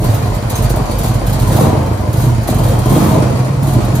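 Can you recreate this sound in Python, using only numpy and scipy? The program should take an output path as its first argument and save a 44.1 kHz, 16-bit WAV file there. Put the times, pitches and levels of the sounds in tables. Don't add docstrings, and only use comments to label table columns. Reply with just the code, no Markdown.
import sys
import numpy as np
from scipy import signal
from scipy.io import wavfile
from scipy.ndimage import uniform_filter1d, minimum_filter1d

SR = 44100
rng = np.random.default_rng(int(sys.argv[2]) if len(sys.argv) > 2 else 0)


def wav_out(sig):
    wavfile.write(sys.argv[1], SR, np.round(np.clip(np.atleast_2d(sig).T, -1, 1) * 32767).astype(np.int16))


N = 176400
TIME = np.arange(N) / SR

# (time [s], firings per second [Hz])
FIRING_RATE = [(0, 46), (.4, 48), (.65, 52), (1.0, 51.2), (1.35, 46.1), (1.62, 51.4), (1.85, 48), (2.1, 49),
               (2.35, 49.9), (2.6, 46.7), (2.85, 49), (3.1, 49.6), (3.4, 54.9), (3.65, 57), (3.8, 53),
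               (4, 46.3)]
CYLINDER_LEVELS = [1.5, 4, -2, 7.5, 2.5, 5.5, 6, 0]
# (pitch [Hz], level [dB], ring time [s])
PIPE_NOTES = [(73, -22, 0.12), (89.5, -19.5, 0.22), (92.7, -0.5, 0.096), (115.4, -11.5, 0.23),
              (128.5, -13, 0.17), (146, -14, 0.054), (196, -19.5, 0.15), (217, -15.5, 0.21),
              (315, -32, 0.21)]
# (time [s], level [dB])
BOOM_LEVEL = [(0, -13), (.1, -23), (.3, -18), (.52, -19.5), (.6, -16.5), (.8, -22), (.95, -19.5),
              (1.1, -15), (1.2, -26), (1.45, -13.5), (1.66, -14), (1.95, -17), (2.2, -19.5), (2.42, -16.5),
              (2.6, -20.5), (3.1, -14), (3.5, -26), (3.75, -17), (4, -18)]
# (time [s], level [dB])
THROB_LEVEL = [(0, -4), (.1, -30), (.2, -29), (.31, -15), (.5, -26), (.6, -14), (.76, -16.5), (.92, -16.5),
               (1.1, -17.5), (1.5, -15), (1.8, -46), (2.1, -35), (2.21, -16), (2.4, -23), (2.55, -17.5),
               (3.03, -20.5), (3.5, -39), (3.68, -19), (4, -18)]
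# (time [s], level [dB])
DRONE_LEVEL = [(0, -21.5), (.1, -17.5), (.22, -18), (.42, -37), (.65, -24), (.9, -47), (1.12, -22.5),
               (1.22, -27), (1.6, -22), (1.95, -30), (2.28, -14.5), (2.45, -32), (2.7, -14.5),
               (2.85, -29.5), (3.18, -19), (3.5, -21), (3.7, -18.5), (4, -22.5)]
# (pitch [multiple of the eight-firing cycle rate], level [dB])
DRONE_TONES = [(13, -14.5), (16, -28), (19, 6), (21, -16.5), (24, -17.5), (32, -26.5), (37, -27)]
# (time [s], level [dB])
CHUG_HITS = [(0.045, -5), (0.085, -5.5), (.133, -11), (.172, -5.5), (0.224, -12), (.361, -8), (.446, -9),
             (.583, -7), (.641, -6.5), (0.705, -6.5), (0.764, -8), (0.807, -8), (1, -9.5), (1.042, -6.5),
             (1.089, -7.5), (1.149, -6.5), (1.275, -6), (1.316, -7), (1.344, -7), (1.405, -4.5),
             (1.423, -9), (1.485, -5), (1.513, -4), (1.546, -5), (1.586, -6.5), (1.634, -0.5),
             (1.665, -4.5), (1.767, -7), (1.787, -14), (1.904, -9), (2.082, -7), (2.136, -5.5),
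             (2.176, -5.5), (2.229, -3.5), (2.262, -3), (2.503, -6), (2.551, -5), (2.594, -4), (2.611, -10),
             (2.646, -7), (2.677, -9), (2.728, -6.5), (2.813, -10), (2.862, -4.5), (2.903, -2), (2.932, -3),
             (2.966, -5), (3.003, -3), (3.036, -2.5), (3.068, -5.5), (3.109, -5.5), (3.17, -0.5),
             (3.199, -9), (3.337, -5.5), (3.395, -6), (3.498, -8), (3.56, -7.5), (3.617, -7), (3.674, -6),
             (3.756, -1.5), (3.936, -0.5)]
# (pitch [multiple of the chug's pitch], level [dB], ring time [s])
CHUG_NOTES = [(0.998, 0, 0.078), (1.9, -16.5, 0.061), (2.7, -20, 0.07)]
# (time [s], level [dB])
THROTTLE = [(0, -23), (.41, -27), (.55, -25), (.72, -25), (.8, -22.5), (.9, -25.5), (1.05, -24.5),
            (1.35, -24.5), (1.5, -22.5), (1.6, -17.5), (1.66, -17), (1.72, -21), (1.8, -22.5), (1.9, -24.5),
            (2.1, -26), (2.22, -25), (2.44, -28), (2.52, -24), (2.72, -21.5), (2.84, -25), (2.94, -17),
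            (3.16, -18.5), (3.31, -23.5), (3.53, -27), (3.8, -23), (4, -26)]
# (frequency [Hz], level [dB])
RASP_TONE = [(100, -22), (170, -5.5), (240, -5), (330, -5.5), (390, -10), (430, 0.5), (470, -3),
             (525, -0.5), (575, -3), (634, -1.5), (675, -4), (715, -2.5), (760, -7), (785, -8), (825, -4),
             (860, -10.5), (898, -4.5), (965, -8), (1030, -7.5), (1400, -21.5), (2000, -24.5),
             (3200, -31.5), (6000, -36.5), (16000, -61)]
# (time [s], level [dB])
GROWL_SWELL = [(0, -19.5), (.3, -30.5), (.75, -25.5), (1.3, -25.5), (1.5, -20.5), (1.65, -13), (1.8, -21.5),
               (2.12, -26.5), (2.25, -23.5), (2.38, -31.5), (2.55, -21.5), (2.85, -22), (2.93, -11.5),
               (3.14, -13.5), (3.25, -18), (3.55, -25.5), (3.76, -19.5), (4, -24)]
# (frequency [Hz], level [dB])
GROWL_TONE = [(70, -12), (120, -15), (160, 1.5), (225, 1.5), (265, -2), (330, -1), (385, -11), (480, -21.5),
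              (700, -29.5), (2000, -50), (16000, -79)]
# (time [s], crack level [dB], body level [dB])
BARK_HITS = [(0.765, -1.5, -19), (0.79, -6, -24), (1.041, -7, -11), (1.484, -15, -11), (1.583, 2, -7),
             (1.659, -3, -2), (2.263, -17, -2), (2.482, 1, 0), (2.547, -12, -6), (2.916, -8, -9),
             (2.959, 0, -6), (3.754, -13, 1), (3.851, -17, -10)]
# (pitch [Hz], level [dB], ring time [s])
CRACK_NOTES = [(430, -5, .06), (525, -3, .06), (634, 0, .07), (759, 0, .08), (898, -10, .05)]
# (pitch [Hz], level [dB], ring time [s])
BODY_NOTES = [(185, -5, .09), (240, 0, .11), (320, -3, .08)]
# (time [s], level [dB])
SPIT_HITS = [(0.037, -26.5), (0.058, -39), (.139, -27), (0.342, -30), (0.495, -23.5), (0.551, -23),
             (.573, -28), (.618, -26), (0.633, -27), (0.691, -23.5), (.755, -27.5), (0.906, -28),
             (.982, -24), (1.031, -23.5), (1.054, -28.5), (1.075, -27.5), (1.136, -28), (1.262, -25.5),
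             (1.29, -27), (1.324, -25.5), (1.389, -24.5), (1.414, -29), (1.47, -25.5), (1.517, -25),
             (1.562, -25), (1.6, -28), (2.126, -27.5), (2.165, -34), (2.218, -35), (2.426, -34),
             (2.472, -22.5), (2.494, -25), (2.537, -27.5), (2.581, -28.5), (2.631, -26.5), (2.68, -30),
             (2.783, -28.5), (2.851, -28), (2.89, -25), (3.624, -28.5), (3.665, -28.5), (3.729, -28.5),
             (3.842, -31), (3.948, -25)]
# (time [s], level [dB])
BLOW_LEVEL = [(0, -26.5), (.4, -45.5), (1.1, -42), (1.42, -41), (1.52, -28), (1.63, -24), (1.75, -40.5),
              (2.08, -44), (2.22, -27.5), (2.4, -53), (2.7, -29), (2.83, -48), (2.92, -24), (3.1, -29.5),
              (3.3, -48), (3.58, -55), (3.7, -31), (4, -60)]
# (frequency [Hz], level [dB])
LEAK_TONE = [(300, -24), (1200, 2), (2500, -3), (4200, 0.5), (5500, -4.5), (6500, 1.5), (8500, 0.5),
             (10300, 3), (12000, -3), (13300, 9.5), (14600, -3), (16000, -18)]
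# (time [s], level [dB])
CLATTER_LEVEL = [(0, -31), (.8, -32), (1.5, -32), (2.0, -34), (2.4, -33), (3.1, -28.5), (3.55, -33),
                 (4, -30.5)]
# (frequency [Hz], level [dB])
VALVE_TONE = [(300, 3), (1200, 6.5), (2250, 2), (2750, -1), (3200, -2.5), (3700, -2), (4050, 0), (4400, 1),
              (5200, -4), (6400, -1.5), (8600, -4), (10300, -2), (12000, -15), (13300, 3), (16000, -51)]
# (pitch [Hz], width [Hz], level [dB])
METAL_NOTES = [(3030, 170, -5), (4590, 140, 0)]
# (time [s], level [dB])
METAL_FADE = [(0, -50), (1.2, -48.5), (1.8, -52), (4, -61)]
# (time [s], pitch [Hz], level [dB])
WHINE_PATH = [(2.4, 3140, -63), (2.62, 3195, -44), (2.8, 3210, -44), (3.0, 3320, -42), (3.15, 3320, -47),
              (3.35, 3290, -70)]
# (frequency [Hz], ring time [s])
ECHO_TIMES = [(60, 0.87), (250, 0.23), (1000, 0.57), (4000, 0.36), (14000, 0.093)]


def firings(count=1):
    jitter_s, lump_db = .0012, 4.5
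    fired = np.cumsum(curve(FIRING_RATE)) * count / SR
    times = TIME[1:][np.diff(np.floor(fired)) > 0]
    late, strong = rng.standard_normal((len(times), 2)).T
    levels = np.resize(CYLINDER_LEVELS, len(times)) + lump_db * np.clip(strong, -2, 1.5)
    return clicks(times + jitter_s * late, amp(levels))


def boom(train):
    push = unit(train) + 0.38 * puffs(train, decay_s=0.0048, floor=0.38)
    pipes = amp(curve(BOOM_LEVEL) + 2) * steady(conv(push, ring(PIPE_NOTES)), size=4000)
    pipes = signal.sosfilt(signal.butter(2, [55, 450], "bandpass", fs=SR, output="sos"), pipes)
    push = unit(train - train.mean()) + .6 * puffs(train, decay_s=0.0041, floor=0.37)
    muffler = ring([(47, 0, .28)])
    throb = amp(curve(THROB_LEVEL) - 1) * steady(conv(push, muffler), size=4000)
    return garage((pipes + drone()) * lull() + chugs() + throb, wet_db=-22, pan_db=-1.76)


def drone():
    cycle = np.cumsum(curve(FIRING_RATE)) / len(CYLINDER_LEVELS) / SR
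    tone = sum(amp(db - 2 * wander()) * np.sin(2 * np.pi * multiple * cycle + wander())
               for multiple, db in DRONE_TONES)
    return amp(curve(DRONE_LEVEL) + 6) * steady(tone)


def chugs():
    idle_hz, hz_per_db, scatter, rise_s = 117.9, 2.5, 0.047, 0.0037
    t, out, effort = TIME[:SR // 2], np.zeros(N + SR), curve(THROTTLE)
    pitch = idle_hz + hz_per_db * (effort - np.median(effort))
    swell = 1 - np.exp(-(t / rise_s) ** 2)
    for at, db in CHUG_HITS:
        start = round(at * SR)
        hz = pitch[start] * (1 + scatter * rng.standard_normal())
        thump = swell * ring([(k * hz, note_db, ring_s) for k, note_db, ring_s in CHUG_NOTES])
        out[start:start + len(t)] -= amp(db + 0.5) * thump / abs(thump).max()
    return out[:N]


def lull():
    dip_db, lead_s, width_s = -7, 0.0021, 0.011
    t = TIME[::32]
    near = sum(np.exp(-((t - at + lead_s) / width_s) ** 2) for at, _ in CHUG_HITS)
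    return np.interp(TIME, t, amp(dip_db * np.minimum(near, 1)))


def rasp(train):
    puff_s, noise_share = 0.0087, 0.86
    pops = unit(train) * (1 - noise_share) + noise_share * puffs(train, puff_s, floor=1)
    gas = colour(steady(pops, size=2600) * amp(curve(THROTTLE) + 0.5), RASP_TONE)
    growl = colour(unit(train) + puffs(train, puff_s, floor=1), GROWL_TONE)
    growl = amp(curve(GROWL_SWELL)) * steady(growl, size=3000)
    return garage(gas, wet_db=-0.5, pan_db=2) + garage(growl, wet_db=-16.5, pan_db=-2)


def barks():
    rise_s, decay_s = .003, 0.0075
    at, crack_db, body_db = np.transpose(BARK_HITS)
    crack, body = clicks(at, amp(crack_db)), clicks(at, amp(body_db))
    t = TIME[:SR // 2]
    swell = 1 - np.exp(-t / rise_s)
    bursts = conv(crack, swell * np.exp(-t / decay_s))
    gas = colour(bursts * rng.standard_normal(N), RASP_TONE)
    rings = conv(crack, swell * ring(CRACK_NOTES)) + conv(body, swell * ring(BODY_NOTES))
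    return garage(rings + amp(-14) * gas, wet_db=-9, pan_db=1.5)


def leak(train):
    rise_s, decay_s = .005, .008
    at, spit_db = np.transpose(SPIT_HITS)
    t = TIME[:SR // 5]
    shape = np.minimum(t / rise_s, 1) * np.exp(-np.maximum(t - 2 * rise_s, 0) / decay_s)
    power = conv(clicks(at, amp(spit_db + 2.5) ** 2), shape ** 2)
    spits = np.sqrt(abs(power)) * rng.standard_normal(N)
    blow = amp(curve(BLOW_LEVEL)) * puffs(train, decay_s=0.065, floor=0.97)
    return garage(colour(spits + blow, LEAK_TONE), wet_db=3.5, pan_db=-0.6, lag_s=.0002)


def clatter():
    taps = puffs(firings(count=2), decay_s=0.0028, floor=0.84)
    ticks = colour(taps, VALVE_TONE) * amp(curve(CLATTER_LEVEL) - 1)
    metal = sum(amp(db) * unit(resonate(taps, hz, width)) for hz, width, db in METAL_NOTES)
    return garage(ticks + metal * amp(curve(METAL_FADE)), wet_db=6.5, pan_db=0, lag_s=.0002)


def whine():
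    tone = unit(resonate(rng.standard_normal(N), curve(WHINE_PATH), width_hz=120))
    return garage(tone * amp(curve(WHINE_PATH, column=2)), wet_db=-14, pan_db=2)


def squeak():
    at, hz, ring_s = .555, 6320, .08
    tap = clicks(np.array([at]), amp([-21]))
    return garage(conv(tap, ring([(hz, 0, ring_s)])), wet_db=-26, pan_db=-2)


def garage(x, wet_db, pan_db, lag_s=0):
    hz, t, noise = signal.stft(rng.standard_normal((2, 3, SR // 2)), SR, nperseg=256)
    fade = amp(-60 * t / read(ECHO_TIMES, hz)[:, None])
    tails = signal.istft(noise * fade, SR, nperseg=256)[1]
    tails /= np.linalg.norm(tails, axis=-1, keepdims=True)
    shares = np.sqrt(2 / 3) * np.cos(np.pi * (7 * TIME + np.arange(3)[:, None] / 3))
    echo = signal.fftconvolve((x * shares)[None], tails, axes=2)[..., :N].sum(1)
    direct = np.array([np.roll(x, round(lag_s * SR)), x])
    mix = (direct + amp(wet_db) * echo) / np.hypot(1, amp(wet_db))
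    return mix * amp([[pan_db / 2], [-pan_db / 2]])


def puffs(train, decay_s, floor):
    flare = conv(train, np.exp(-TIME[:SR // 5] / decay_s))
    return unit((floor + unit(flare)) * rng.standard_normal(N))


def ring(notes):
    t = TIME[:SR // 2]
    wave = sum(amp(db - 60 * t / ring_s) * np.sin(2 * np.pi * hz * t) for hz, db, ring_s in notes)
    return wave / abs(wave).max()


def resonate(x, hz, width_hz):
    turn = np.exp(2j * np.pi * np.cumsum(hz * np.ones(N)) / SR)
    r = np.exp(-np.pi * width_hz / SR)
    return 2 * (turn * signal.lfilter([(1 - r) ** 2], [1, -2 * r, r * r], x / turn)).real


def colour(x, tone):
    log_gain = np.log(amp(read(tone, abs(np.fft.fftfreq(4096, 1 / SR)))))
    kernel = np.fft.ifft(np.exp(np.conj(signal.hilbert(log_gain)))).real
    return conv(x, kernel / np.linalg.norm(kernel))


def steady(x, size=11025):
    power = uniform_filter1d(uniform_filter1d(x ** 2, size), size // 2)
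    return x / np.sqrt(abs(power) + 1e-12)


def wander(size=5000):
    return unit(uniform_filter1d(uniform_filter1d(rng.standard_normal(N), size), size))


def clicks(times, sizes):
    return np.bincount(np.clip(np.round(times * SR), 0, N).astype(int), sizes, N + 1)[:N]


def conv(x, kernel):
    return signal.fftconvolve(x, kernel)[:N]


def curve(table, column=1):
    rows = np.array(table, float)
    return np.interp(TIME, rows[:, 0], rows[:, column])


def read(table, hz):
    f, value = np.transpose(table)
    return np.interp(np.log(hz + 1), np.log(f + 1), value)


def amp(db):
    return 10 ** (np.asarray(db) / 20)


def unit(x):
    return x / np.sqrt(np.mean(x ** 2) + 1e-20)


def scene():
    train = firings()
    return boom(train) + rasp(train) + barks() + leak(train) + clatter() + whine() + squeak()


def record(dry):
    low_hz, high_hz, ceiling = 34, 15900, .97
    cut = signal.sosfilt(signal.butter(8, low_hz, "highpass", fs=SR, output="sos"), dry)
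    span = round(0.0015 * SR)
    gain = ceiling / np.maximum(abs(cut).max(0), ceiling)
    gain = uniform_filter1d(minimum_filter1d(gain, 2 * span), span)
    treble_cut = signal.firwin(511, high_hz, window=("kaiser", 9), fs=SR)
    return signal.oaconvolve(cut * gain, treble_cut[None], "same")


dry = scene()
out = record(dry)
wav_out(out)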